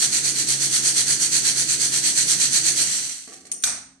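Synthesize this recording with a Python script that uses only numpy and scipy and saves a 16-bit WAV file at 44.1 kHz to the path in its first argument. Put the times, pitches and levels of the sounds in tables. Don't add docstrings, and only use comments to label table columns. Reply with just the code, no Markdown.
import sys
import numpy as np
from scipy import signal
from scipy.fft import rfft, irfft
from scipy.io import wavfile

SR = 44100
rng = np.random.default_rng(int(sys.argv[2]) if len(sys.argv) > 2 else 0)


def dump(signal):
    limited = np.clip(np.atleast_2d(signal).T, -1, 1)
    pcm = np.round(limited * 32767).astype(np.int16)
    wavfile.write(sys.argv[1], SR, pcm)


N = 176400

# (time [s], level [dB])
THROWS = [(0.028, 0.5), (0.154, -.6), (0.27, -2), (0.391, -3), (.511, -1), (0.635, -1.5), (0.751, 0.5),
          (0.87, 1.1), (0.987, .5), (1.106, 0.6), (1.231, -0.4), (1.354, .5), (1.475, .7), (1.594, -1),
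          (1.715, -1.5), (1.832, -0.8), (1.956, -1.6), (2.069, 0.1), (2.191, 0.6), (2.308, 0.6),
          (2.429, 0.8), (2.554, 1), (2.676, .6), (2.798, 0.5)]
# (time [s], level [dB])
SLIDE = [(0, -13.5), (2.8, -11), (2.87, -7.5), (2.93, -4.5), (3.02, -9), (3.12, -14), (3.19, -20.5),
         (3.26, -26.5), (3.34, -24), (3.41, -37), (3.5, -48), (3.65, -57)]
# (frequency [Hz], level [dB])
LOAD_SPECTRUM = [(240, -52), (400, -28.5), (495, -26), (680, -22.5), (1140, -25), (1310, -17.5),
                 (1910, -11.5), (2620, -15), (3500, -11), (3770, -11.5), (4390, 0.5), (5110, -10.5),
                 (6130, 0), (6820, -3.5), (8560, -0.5), (10700, -13.5), (11800, -24), (13700, -30),
                 (15000, -51.5)]
# (time [s], level [dB])
DRIVE_EFFORT = [(0, 1.5), (2.85, 1), (2.95, -3.5), (3.05, -7), (3.17, -20.5), (3.5, -31), (4, -44)]
# (frequency [Hz], level [dB])
RUMBLE_SPECTRUM = [(25, -43), (50, -11.5), (90, -12), (160, 0), (290, 0.5), (400, -3), (600, -12.5),
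                   (1000, -20), (2000, -25)]
# (frequency [Hz], width [Hz], level [dB])
FRAME_MODES = [(134.2, 6.8, -51), (317.8, 7.2, -55.5)]
# (frequency [Hz], width [Hz], level [dB])
HUM_MODES = [(190.3, 2.9, -73), (266, 2.3, -64.5)]
# (frequency [Hz], level [dB])
AMBIENT_SPECTRUM = [(25, -15), (70, 20), (250, -10), (600, -16), (2000, -22), (7000, -32), (14000, -54)]
# (time [s], level [dB])
KNOCKS = [(3.275, -2), (3.321, -3), (3.452, -8), (3.495, -10.5), (3.531, -8)]
# (frequency [Hz], level [dB])
KNOCK_SPECTRUM = [(40, -16), (250, 7.5), (430, 3.5), (780, 2), (1000, -17), (1250, -4), (2000, 2),
                  (3000, -7), (6000, -16), (12000, -57)]
# (frequency [Hz], level [dB], T60 [s])
SHELL_MODES = [(423, -4, 0.48), (748, -3, .35), (1150, -6.5, 0.44)]
# (time [s], level [dB])
SCRAPES = [(3.276, -4), (3.335, -0.5), (3.408, -9), (3.453, -5), (3.468, -3.5)]
# (time [s], level [dB])
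CLINKS = [(3.466, -27), (3.516, 4), (3.5223, 1.5), (3.624, -5)]
# (frequency [Hz], level [dB])
TICK_SPECTRUM = [(500, -59), (2000, -15), (5000, -10), (6500, 4.5), (7600, -18), (8800, 13), (10500, -8),
                 (15000, -39)]
# (frequency [Hz], level [dB], T60 [s])
CATCH_MODES = [(5800, -11, .5), (6120, -16, 0.33), (6600, -7, 0.2), (7200, -2, .1), (7924, -21, .3),
               (8554, -8, .35), (8769, 2.5, 0.13), (8900, -7, .25), (9700, -9, .2), (10600, -18, .15),
               (11950, -28, .3), (14360, -27, 0.17)]
# (time [s], level [dB])
BLOWS = [(3.637, 0), (3.6419, -7.5)]
# (frequency [Hz], level [dB])
CRACK_SPECTRUM = [(30, -22), (70, -15), (950, -23), (1450, -1), (1750, -8), (2100, -11), (2900, -11),
                  (3500, 1), (4400, 1), (5300, -6), (6200, 8.5), (7000, 8.5), (7600, -5), (8500, 8.5),
                  (9600, -7), (10800, -11), (12000, -22), (13300, -30), (14500, -45)]
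# (frequency [Hz], level [dB])
WASH_SPECTRUM = [(30, -25), (70, -15.5), (250, -11.5), (440, -21.5), (750, -8), (975, -14), (1350, -6),
                 (2400, -6), (2900, -12), (4400, -2.5), (5300, -4), (6000, 6), (7500, -3), (8600, 9.5),
                 (9600, -3.5), (10900, -4), (11600, -28), (14000, -51)]
# (frequency [Hz], level [dB], T60 [s])
STOP_MODES = [(1270, -9, .5), (2396, -9, .5), (4355, -8, .45), (5868, -1, .55), (6164, -3, .5),
              (8080, -1, .45), (8414, -3, .45), (8619, 1, .45), (10293, -2, .36), (11892, -2, .24)]
# (frequency [Hz], T60 [s])
ROOM_T60 = [(100, 0.97), (500, 0.64), (1500, .52), (6000, 0.43), (9000, 0.38), (14000, 0.22)]
# (frequency [Hz], correlation [1])
COHERENCE = [(35, .65), (80, 0.95), (140, 0.94), (300, 0.86), (600, 0.5), (1200, 0.26), (3000, 0.029),
             (12000, 0.12)]
# (frequency [Hz], left minus right [dB])
MIC_BALANCE = [(200, -0.5), (500, -0.5), (850, 3), (1400, -4), (2800, -1.5), (3700, -8.5), (4400, -14.5),
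               (5000, -11.5), (6000, -4), (7000, -23.5), (7900, 12), (8600, 0), (9300, 10), (10700, -3),
               (12000, 1.5)]


def amp(db):
    return 10 ** (np.asarray(db) / 20)


def unit_rms(x):
    return x / np.sqrt(np.mean(x ** 2) + 1e-20)


def lookup(table, hz):
    table_hz, value = np.transpose(table)
    return np.interp(np.log(hz + 1), np.log(table_hz + 1), value)


def envelope(table):
    return amp(np.interp(np.arange(N) / SR, *np.transpose(table)))


def add(mix, start_s, sound):
    part = mix[:, round(start_s * SR):][:, :sound.shape[1]]
    part += sound[:, :part.shape[1]]


def colour(x, spectrum, size=4096):
    log_gain = np.log(amp(lookup(spectrum, abs(np.fft.fftfreq(size, 1 / SR)))))
    response = np.exp(np.conj(signal.hilbert(log_gain)))
    taps = np.fft.ifft(response).real[:size // 2]
    return signal.oaconvolve(x, taps[None] / np.linalg.norm(taps), axes=1)[:, :N]


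def burst(t60_s, size=4096):
    x = rng.standard_normal((2, size)) * amp(-60 * np.arange(size) / SR / t60_s)
    return x / np.linalg.norm(x, axis=1, keepdims=True)


def ring(modes, split_hz, partials=4):
    t = np.arange(SR // 2) / SR
    out = np.zeros((2, len(t)))
    for hz, db, t60_s in modes:
        partial_hz = hz + split_hz * rng.uniform(-0.93, 1, (partials, 1, 1))
        phase = rng.random((partials, 2, 1))
        cluster = np.sin(2 * np.pi * (partial_hz * t + phase)).sum(0)
        out += amp(db - 60 * t / t60_s) * unit_rms(cluster)
    return out


def reverb(x, build_s=0.0081):
    t = np.arange(SR // 2) / SR
    noise = rng.standard_normal((2, len(t))) * (1 - np.exp(-(t / build_s) ** 2))
    hz, time_s, bands = signal.stft(noise, SR, nperseg=256)
    decay = amp(-60 * time_s / lookup(ROOM_T60, hz)[:, None])
    tail = signal.istft(bands * decay, SR, nperseg=256)[1]
    return signal.fftconvolve(x, tail / np.linalg.norm(tail[0]), axes=1)[:, :N]


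def workshop(x, wet_db):
    return x + amp(wet_db) * reverb(x)


def load_power(rise_s=0.023, fall_s=0.027, squareness=2.82):
    t = np.arange(N) / SR
    power = envelope(SLIDE) ** 2
    for peak_s, db in THROWS:
        distance = abs(t - peak_s) / np.where(t < peak_s, rise_s, fall_s)
        power += amp(db) ** 2 * np.exp(-0.5 * distance ** squareness)
    return power


def impacts(power, base_rate_hz=5000, crowding=0.25, spread_db=1.5):
    struck = rng.random(N) < base_rate_hz * power ** crowding / SR
    strength = np.sqrt(power ** (1 - crowding))
    part_size = amp(spread_db * np.minimum(rng.exponential(1, N), 4))
    return struck * strength * part_size * rng.choice([-1, 1], N)


def wall_panels(hits, spot_count=24, panel_count=8, pile_spread=0.16, tone_spread_db=2):
    throw_s = np.transpose(THROWS)[0]
    pile = np.interp(np.arange(N) / SR, throw_s, rng.random(len(throw_s)))
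    spot = np.floor(spot_count * (pile + pile_spread * rng.standard_normal(N))) % spot_count
    panels = np.zeros((panel_count, 2, N))
    for k in range(spot_count):
        clicks = signal.oaconvolve((hits * (spot == k))[None], burst(t60_s=0.015, size=1024), axes=1)
        panels[k * panel_count // spot_count] += clicks[:, :N]
    hz, db = np.transpose(LOAD_SPECTRUM)
    offsets = rng.standard_normal((panel_count, len(hz)))
    tones_db = db + tone_spread_db * (offsets - offsets.mean(0))
    return sum(workshop(colour(panel, np.c_[hz, tone_db]), wet_db=-6.5)
               for panel, tone_db in zip(panels, tones_db))


def load(wall_hz=4200, edge_ratio=1.11):
    power = load_power()
    rattle = wall_panels(impacts(power))
    band = signal.butter(1, [wall_hz / edge_ratio, wall_hz * edge_ratio], "band", fs=SR, output="sos")
    resonance = signal.sosfilt(band, rattle)
    slide_share = envelope(SLIDE) ** 2 / power
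    resonance_db = -2 * slide_share + 0.1 * (1.5 - slide_share)
    return amp(-20.5) * unit_rms(rattle + resonance * (amp(resonance_db) - 1))


def drone(modes, steadiness=0.25):
    bin_hz = np.fft.fftfreq(N, 1 / SR)
    out = np.zeros((2, N))
    for hz, width_hz, db in modes:
        noise = np.fft.fft(rng.standard_normal((2, N)))
        mid, side = np.fft.ifft(noise / (1 + ((bin_hz - hz) / width_hz) ** 2))
        tone = mid + 0.33 * side * np.array([[1], [-1]])
        out += amp(db) * unit_rms(tone.real / (abs(tone) + 1e-12) ** steadiness)
    return out


def drive():
    rumble = amp(-44.5) * colour(rng.standard_normal((2, N)), RUMBLE_SPECTRUM)
    ambient = amp(-76) * colour(rng.standard_normal((2, N)), AMBIENT_SPECTRUM)
    return envelope(DRIVE_EFFORT) * (rumble + drone(FRAME_MODES)) + drone(HUM_MODES) + ambient


def knocks(thud_db=-17, ring_db=-51.5):
    thuds, rings = np.zeros((2, 2, N))
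    for start_s, db in KNOCKS:
        add(thuds, start_s, amp(thud_db + db) * burst(t60_s=0.11))
        add(rings, start_s, amp(ring_db + db) * ring(SHELL_MODES, split_hz=21))
    return workshop(colour(thuds, KNOCK_SPECTRUM), wet_db=-0.5) + rings


def scrapes(slip_db=-13):
    slips = np.zeros((2, N))
    for start_s, db in SCRAPES:
        add(slips, start_s, amp(slip_db + db) * burst(t60_s=0.07))
    return workshop(colour(slips, LOAD_SPECTRUM), wet_db=-8)


def catch(tick_db=-1.5, ring_db=-38):
    ticks, rings = np.zeros((2, 2, N))
    for start_s, db in CLINKS:
        add(ticks, start_s, amp(tick_db + db) * burst(t60_s=0.036))
        add(rings, start_s, amp(ring_db + db) * ring(CATCH_MODES, split_hz=82))
    return workshop(colour(ticks, TICK_SPECTRUM) + rings, wet_db=-7)


def clank(crack_db=14, wash_db=11.5, ring_db=-36):
    cracks, impulse, rings = np.zeros((3, 2, N))
    for start_s, db in BLOWS:
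        add(cracks, start_s, amp(crack_db + db) * burst(t60_s=0.055))
    first_s = BLOWS[0][0]
    add(impulse, first_s, amp(wash_db) * np.ones((2, 1)))
    add(rings, first_s, amp(ring_db) * ring(STOP_MODES, split_hz=8.2))
    wash = reverb(colour(impulse, WASH_SPECTRUM), build_s=0.026)
    return colour(cracks, CRACK_SPECTRUM) + wash + rings


def scene():
    spectrum = rfft(load() + drive() + knocks() + scrapes() + catch() + clank(), 2 * N)
    coherence = lookup(COHERENCE, np.fft.rfftfreq(2 * N, 1 / SR))
    blend_rad = np.arcsin(coherence) / 2
    return irfft(np.cos(blend_rad) * spectrum + np.sin(blend_rad) * spectrum[::-1])[:, :N]


def record(dry, cutoff_hz=15300):
    balance = amp(lookup(MIC_BALANCE, np.fft.rfftfreq(2 * N, 1 / SR)))
    mic_gains = np.array([balance, np.ones_like(balance)]) / np.sqrt((1 + balance ** 2) / 2)
    heard = irfft(rfft(dry, 2 * N) * mic_gains)[:, :N]
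    lowpass = signal.firwin(511, cutoff_hz, window=("kaiser", 9), fs=SR)
    return signal.oaconvolve(np.clip(heard, -1, 1), lowpass[None], "same")


dry = scene()
out = record(dry)
dump(out)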